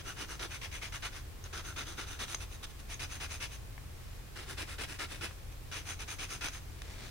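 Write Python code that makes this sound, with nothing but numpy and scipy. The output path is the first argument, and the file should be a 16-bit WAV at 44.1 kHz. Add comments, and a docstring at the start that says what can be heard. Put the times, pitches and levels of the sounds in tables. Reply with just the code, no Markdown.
"""A metal nail file rasps to and fro over a small dog's claws, about ten strokes a second, in short runs.
Its grit chips the claw in tiny fractures: the claw rasps, the paw thuds softly, and the steel blade
rings near 6 kHz under a bright fizz. Now and then the file taps a claw, and fingers rustle in the fur.
A machine hums low under steady hiss in the small room."""
import sys
import numpy as np
from scipy import signal
from scipy.fft import rfft, irfft, next_fast_len
from scipy.io import wavfile
from scipy.ndimage import map_coordinates

SR = 44100
rng = np.random.default_rng(int(sys.argv[2]) if len(sys.argv) > 2 else 0)


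def unload_audio(sound):
    """Save the sound as a 16-bit wav file, at the path given as the first command line argument."""
    columns = np.transpose(np.atleast_2d(sound))
    # keep every value between -1 and 1, then stretch to whole-number steps
    steps = np.round(np.clip(columns, -1, 1) * 32767)
    wavfile.write(sys.argv[1], SR, steps.astype(np.int16))


N = 313110


def amp(db):
    """Decibels to gain."""
    return 10 ** (np.asarray(db) / 20)


def unit(x):
    """Scale to rms 1."""
    return x / np.sqrt(np.mean(x ** 2) + 1e-20)


def along(points, hz):
    """Read a curve of (Hz, value) points on a log frequency axis."""
    freqs, values = np.transpose(points)
    return np.interp(np.log(hz + 1), np.log(freqs), values)


def wobble(rate):
    """A smooth random curve, rate knots a second."""
    knots = rng.standard_normal(int(N * rate / SR) + 4)
    return map_coordinates(knots, [np.arange(N) * rate / SR])


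def filtered(x, response):
    """Equalise x with a gain given as a function of frequency."""
    size = next_fast_len(N + SR // 4)
    return irfft(rfft(x, size) * response(np.fft.rfftfreq(size, 1 / SR)), size)[..., :N]


def body(x, spectrum, peaks=(), size=2048):
    """Ring x through a causal body of unit energy: a broad spectrum with (Hz, width Hz, dB) peaks."""
    hz = np.fft.rfftfreq(size, 1 / SR)
    peaks_db = sum(boost / (1 + (2 * (hz - centre) / width) ** 2) for centre, width, boost in peaks)
    cepstrum = irfft(np.log(amp(along(spectrum, hz) + peaks_db)))
    ring = irfft(np.exp(rfft(2 * cepstrum[:size // 2], size)))  # minimum phase
    return signal.oaconvolve(x, ring[None] / np.linalg.norm(ring), axes=1)[:, :N]


def stereo(pair, likeness):
    """Mix two unrelated signals into left and right of a given likeness, clipped to -1..1."""
    turn = lambda hz: np.arccos(np.clip(along(likeness, hz), -1, 1)) / 2
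    mid, side = filtered(pair, lambda hz: np.array([np.cos(turn(hz)), np.sin(turn(hz))]))
    return np.array([mid + side, mid - side])


def grit(per_second, scatter_db):
    """Tiny fractures at random moments and of uneven size, each radiating in two directions."""
    hits = rng.random(N) < per_second / SR
    sizes = amp(scatter_db * rng.standard_normal(N))
    return unit(hits * sizes * rng.standard_normal((2, N)))


def shifted(modes, detune, scatter_db):
    """The point of contact moves along the blade and favours other modes each time."""
    return [(hz * (1 + detune * rng.standard_normal()), width, boost + scatter_db * rng.standard_normal())
            for hz, width, boost in modes]


def blade(x, modes):
    """The short, high ring of the steel blade."""
    return body(x, [(3000, -50.0), (5600, 4), (6500, 17.5), (7200, -20), (10000, -19.5)], modes)


# Tone of the claw's rasp, the paw's thud and the top fizz. 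Each row: frequency in Hz, relative level in dB.
RASP_EQ = [(150, -43), (350, -9), (600, -6), (950, -3), (1350, -1), (2000, -2.5), (2700, -3), (3200, -5),
           (4000, -2.5), (4500, -4.5), (5500, -5), (6500, -18), (7300, -18.5), (10000, -47)]
THUD_EQ = [(100, -29), (190, -8), (300, -2.5), (420, -0.5), (600, -12), (1200, -40), (3000, -80)]
FIZZ_EQ = [(4000, -34), (6800, -6.5), (8200, -0.5), (8800, 0), (9650, 2), (10300, -2), (11200, -4),
           (12500, -9), (15800, -12)]
# Resonances of claw and file together, then of the blade alone.
# Each row: centre in Hz, width in Hz, boost in dB.
CLAW_MODES = [(1400, 220, 4), (2565, 190, 6.5), (2896, 163, 7.5), (3274, 190, 6), (3690, 124, 5),
              (5020, 180, 4)]
BLADE_MODES = [(6080, 520, 10), (6380, 380, 7.5)]
# Each new grip on a claw has its own colour. Each row: start in seconds, claw resonance in Hz,
# edge resonance in Hz, paw thud in dB, blade ring trim in dB, fizz trim in dB.
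GRIP_COLOURS = [(-1, 1390, 5750, -10, 0, -1.3), (0.47, 2350, 2050, -18.5, -0.7, -1.7),
                (0.88, 1470, 2050, -18, -0.7, -2.5), (1.35, 1450, 3600, -11, 1.2, -1.3),
                (2.17, 3750, 9200, -12.7, 1.5, 1.5), (2.8, 2500, 9650, -17, 1.3, 0.5),
                (4.2, 1850, 7600, -10, -6.5, 0.8), (5.45, 2400, 9600, -14, 2.5, 0.5)]


def claw_paw_and_blade(scrape, start, ring_db, fizz_db):
    """One stroke's scrape shakes claw, paw and blade, coloured by the grip held at its start."""
    grip = [row for row in GRIP_COLOURS if row[0] <= start][-1]
    _, claw_hz, edge_hz, thud_db, ring_trim_db, fizz_trim_db = grip
    contact = shifted(CLAW_MODES, detune=0.0066, scatter_db=2.4)
    contact += [(claw_hz, 450, 4), (edge_hz, 450, 3.3)]
    steel = shifted(BLADE_MODES, detune=0.012, scatter_db=3.2)
    paw_hz = 310 * (1 + 0.1 * rng.standard_normal())  # the paw yields differently under each stroke
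    # the file is fastest, and so brightest, in mid-stroke; the fizz is 6 dB down at the turns
    speed = np.sin(np.linspace(0, np.pi, scrape.shape[1]))
    brightness = amp(6 * (speed - 1))
    rasp = amp(-1.26) * body(scrape, RASP_EQ, contact)
    thud = amp(thud_db) * body(scrape, THUD_EQ, [(paw_hz, 70, 6)])
    ring = amp(ring_db + ring_trim_db) * blade(scrape, steel)
    fizz = amp(fizz_db + fizz_trim_db) * body(scrape * brightness, FIZZ_EQ, contact)
    return rasp + thud + ring + fizz


# Pushes cut and mostly bite at once; pulls are lighter and swell slowly unless they snag.
# Each row: start in seconds, length in seconds, relative level in dB, rise in seconds.
PUSH_STROKES = [(-0.054, 0.085, -45, 0.004), (0.15, 0.12, -40, 0.066), (0.391, 0.088, -39.5, 0.004),
                (0.61, 0.073, -42, 0.0052), (0.805, 0.092, -41, 0.023), (1.019, 0.077, -38.5, 0.004),
                (1.437, 0.046, -47.5, 0.0035), (1.526, 0.1, -42, 0.0035), (1.758, 0.091, -39.5, 0.004),
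                (1.96, 0.1, -40.5, 0.034), (2.187, 0.077, -38.5, 0.0044), (2.396, 0.066, -46, 0.01),
                (2.624, 0.038, -41.5, 0.0052), (2.991, 0.082, -39.5, 0.004), (3.197, 0.083, -40, 0.0055),
                (3.399, 0.081, -38.5, 0.0046), (4.346, 0.12, -46, 0.019), (4.568, 0.092, -40.5, 0.0051),
                (4.779, 0.088, -38.5, 0.0052), (4.985, 0.085, -38, 0.0056), (5.207, 0.082, -38.5, 0.0049),
                (5.712, 0.12, -41.5, 0.004), (5.988, 0.065, -42.1, 0.004), (6.183, 0.097, -40.0, 0.004),
                (6.407, 0.104, -38.5, 0.0038)]
PULL_STROKES = [(0.035, 0.11, -42.5, 0.042), (0.269, 0.11, -45, 0.032), (0.492, 0.1, -42.5, 0.034),
                (0.712, 0.092, -44.5, 0.004), (0.919, 0.074, -42, 0.0036), (1.112, 0.116, -48, 0.029),
                (1.629, 0.12, -46.0, 0.023), (1.843, 0.12, -45.5, 0.038), (2.05, 0.14, -46.5, 0.035),
                (2.258, 0.12, -43, 0.047), (2.488, 0.1, -52, 0.037), (2.69, 0.032, -53, 0.015),
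                (2.784, 0.036, -52.5, 0.012), (2.876, 0.1, -45.8, 0.029), (3.084, 0.11, -44.6, 0.037),
                (3.282, 0.11, -43, 0.034), (3.494, 0.089, -50, 0.029), (4.456, 0.102, -45, 0.034),
                (4.663, 0.108, -45.5, 0.023), (4.863, 0.12, -46.4, 0.035), (5.078, 0.12, -46, 0.04),
                (5.512, 0.03, -55, 0.01), (5.841, 0.12, -41.9, 0.054), (6.072, 0.094, -43, 0.01),
                (6.28, 0.11, -43.5, 0.022), (6.506, 0.097, -47.5, 0.04)]
BITE_SHARE = 0.66  # share of the pressure still missing as the teeth first touch
FADE_SHARE = 0.45  # share of a stroke over which the pressure lets go


def filing():
    """Each stroke bites, digs in and lets go, its pressure shaping a stream of tiny chips."""
    # the file grips and lets go, so the grains come in clumps
    chips = unit(grit(per_second=12000, scatter_db=2.0) * amp(0.97 * wobble(450) + 0.89 * wobble(70)))
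    out = np.zeros((2, N + SR))
    # a push presses hard and damps the blade; a pull lets it ring and fizz more
    directions = [(PUSH_STROKES, 0.0095, -12, -10), (PULL_STROKES, 0.0084, -8.7, -7.5)]
    for strokes, dig_in_s, ring_db, fizz_db in directions:
        for start, length, db, rise in strokes:
            samples = np.arange(int(start * SR), int((start + length) * SR))
            age = samples / SR - start
            pressure = np.clip(age / rise, 0, 1) * np.clip((1 - age / length) / FADE_SHARE, 0, 1)
            pressure *= 1 - BITE_SHARE * np.exp(-age / dig_in_s)
            scrape = amp(db) * pressure * chips[:, samples] * (samples >= 0)
            first = max(0, samples[0])  # a stroke already under way at time zero is heard from there
            stroke = claw_paw_and_blade(scrape, start, ring_db, fizz_db)[:, first - samples[0]:]
            out[:, first:first + stroke.shape[1]] += stroke
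    return out[:, :N]


# Tone of the machine's rumble and of the hiss. Each row: frequency in Hz, relative level in dB.
RUMBLE_EQ = [(12, -16), (24, -1.5), (40, .5), (50, 1.5), (60, 0), (69, -4), (84, -3), (98, -3), (116, -9.5),
             (130, -8.5), (142, -11), (160, -16), (260, -40)]
HISS_EQ = [(94, -38), (160, 0.5), (244, -3.5), (426, -4.5), (507, -5.5), (591, -8.5), (851, -9.5),
           (1090, -11.5), (1270, -11), (2550, -14), (2970, -15), (15800, -24.5)]
# The machine's hum and whine. Each row: pitch in Hz, rms level in dB before panning.
HUM_TONES = [(80.7, -55.5), (89, -63.5), (120, -62.5), (1080, -77), (2078, -97), (2478, -78), (2918, -86)]
# Width of the noise bed, narrow only in the bass. Each row: frequency in Hz, left-right likeness.
BED_LIKENESS = [(30, 0.9), (100, 0.75), (200, 0.13), (500, 0.067), (1500, 0.04), (4000, 0.026),
                (12000, 0.038)]


def machine_and_hiss():
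    """A machine's rumble, wavering hum and faint whine under steady hiss."""
    def noise(spectrum):
        white = stereo(rng.standard_normal((2, N)), BED_LIKENESS)
        return unit(filtered(white, lambda hz: amp(along(spectrum, hz))))

    t = np.arange(N) / SR
    hum = np.zeros(N)
    for hz, db in HUM_TONES:
        level = np.sqrt(2) * amp(db + 2.6 * wobble(5))
        hum += level * np.sin(2 * np.pi * hz * t + 1.29 * wobble(7))
    machine = amp(-47.5) * noise(RUMBLE_EQ) + hum
    lean_left = amp([[.4], [-.4]])
    return machine * lean_left + amp(-55.0) * noise(HISS_EQ)


def burst(start, t60):
    """A short crunch of contact: noise that dies by 60 dB in t60 seconds."""
    out = np.zeros((2, N + SR))
    t = np.arange(SR // 20) / SR
    first = int(start * SR)
    out[:, first:first + len(t)] = rng.standard_normal((2, len(t))) * amp(-60 * t / t60)
    return out[:, :N]


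# The file knocks or catches on a claw.
# Each row: start in seconds, relative level in dB, blade ring against the knock in dB.
FILE_TAPS = [(0.4, -58, -20), (1.44, -51.5, 9), (2.346, -35, 5), (2.349, -48, 9), (2.942, -48.5, 8.5),
             (4.373, -44, -23), (4.995, -40, -18), (6.4595, -41, -13), (6.484, -38, -5),
             (6.819, -42.5, -13)]


def taps():
    """The file lands on a claw or slips off its tip: a knock with a steel clink."""
    knock, clink = np.zeros((2, 2, N))
    for start, db, ring_db in FILE_TAPS:
        blow = amp(db + 4.0) * burst(start, t60=0.015)
        knock += blow
        clink += amp(ring_db) * blow
    mid_scoop = (1000, 560, -3)  # a tap is thinner than a stroke
    claw = body(knock, RASP_EQ, CLAW_MODES + [mid_scoop])
    return claw + blade(clink, BLADE_MODES) + amp(-8.0) * body(knock, FIZZ_EQ)


# Small dry ticks as the paw is handled. Each row: start in seconds, relative level in dB, pitch in Hz.
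PAW_TICKS = [(3.779, -45.5, 2000), (4.131, -53, 2900), (5.310, -48, 1950), (6.552, -49, 2000)]
# Fingers brush the fur, swelling and fading. Each row: start in seconds, length in seconds, level in dB.
FUR_BRUSHES = [(3.9, 0.37, -63), (5.17, 0.2, -55), (6.5, 0.58, -62), (6.8, 0.28, -56.5), (6.978, 0.17, -51)]
# Tone of the rustle. Each row: frequency in Hz, relative level in dB.
FUR_EQ = [(100, 2.5), (300, 2), (1000, -3.5), (2500, -2), (4000, -3), (6300, -6.5), (8000, -9.5),
          (15000, -24)]
FUR_FLOOR_DB = -68  # fur stirring under the holding hand


def handling():
    """Fingers shift on the paw: a faint rustle of fur and a few dry ticks."""
    t = np.arange(N) / SR
    brushing = sum(amp(db) * np.sin(np.pi * np.clip((t - start) / length, 0, 1))
                   for start, length, db in FUR_BRUSHES)
    level = np.hypot(amp(FUR_FLOOR_DB), brushing) * amp(0.62 * wobble(40))
    out = level * body(grit(per_second=5000, scatter_db=2), FUR_EQ)
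    tick_eq = [(200, 1), (2000, 1), (6000, -18)]
    for start, db, hz in PAW_TICKS:
        out += amp(db + 7) * body(burst(start, t60=0.011), tick_eq, [(hz, 900, 10)])
    return out


# Width of the file and paw. Each row: frequency in Hz, left-right likeness.
CLOSE_LIKENESS = [(250, 0.5), (900, 0.65), (1400, 0.7), (2000, 1.5), (2700, 0.27), (3000, -0.01), (3600, 1),
                  (4700, -0.21), (6200, 0.5), (7500, -0.48), (12000, 0.33)]
# Their pan. Each row: frequency in Hz, left minus right in dB.
CLOSE_PAN = [(400, -2), (700, 4), (1450, 0), (1750, 13.5), (1900, -11.5), (2150, 15.5), (2650, -2.5),
             (2900, -1.5), (3250, 0.5), (3750, -2.5), (5100, 1), (6500, -2.5), (8000, -2.5), (9600, 3.5),
             (12000, 1)]
# Their phase offset. Each row: frequency in Hz, lead of the left side in radians.
CLOSE_LEAD = [(300, 0.52), (550, 1.5), (800, -0.16), (1700, 0.07), (2500, -1.56), (3100, -3.5),
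              (3500, -5.5), (6500, -7), (9000, -8), (12000, -10)]


def place_close(pair):
    """Spread the close sounds in stereo, each frequency with its own width, pan and phase."""
    half = np.array([[.5], [-.5]])
    pan = lambda hz: amp(half * along(CLOSE_PAN, hz))
    lead = lambda hz: np.exp(1j * half * along(CLOSE_LEAD, hz))
    return filtered(stereo(pair, CLOSE_LIKENESS), lambda hz: pan(hz) * lead(hz))


# The small room's decay. Each row: frequency in Hz, time to fall 60 dB in seconds.
ROOM_DECAY = [(200, 0.12), (2000, 0.27), (12000, 0.39)]


def room(x):
    """The walls' short answer, 5 ms late and lingering longest in the treble."""
    hz, t, noise = signal.stft(rng.standard_normal((2, SR // 3)), SR, nperseg=256)
    decay = amp(-60 * t / along(ROOM_DECAY, hz)[:, None])
    tail = signal.istft(noise * decay, SR, nperseg=256)[1]
    response = np.pad(tail, ((0, 0), (SR // 200, 0))) / np.linalg.norm(tail[0])
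    return signal.fftconvolve(x, response, axes=1)[:, :N]


def scene():
    """File and paw close by, in a small humming room."""
    close = place_close(filing() + taps() + handling())
    return close + amp(-11.5) * room(close) + machine_and_hiss()


def record(dry):
    """A hard high cut at 15.9 kHz."""
    return filtered(dry, lambda hz: hz < 15900)


dry = scene()
out = record(dry)
unload_audio(out)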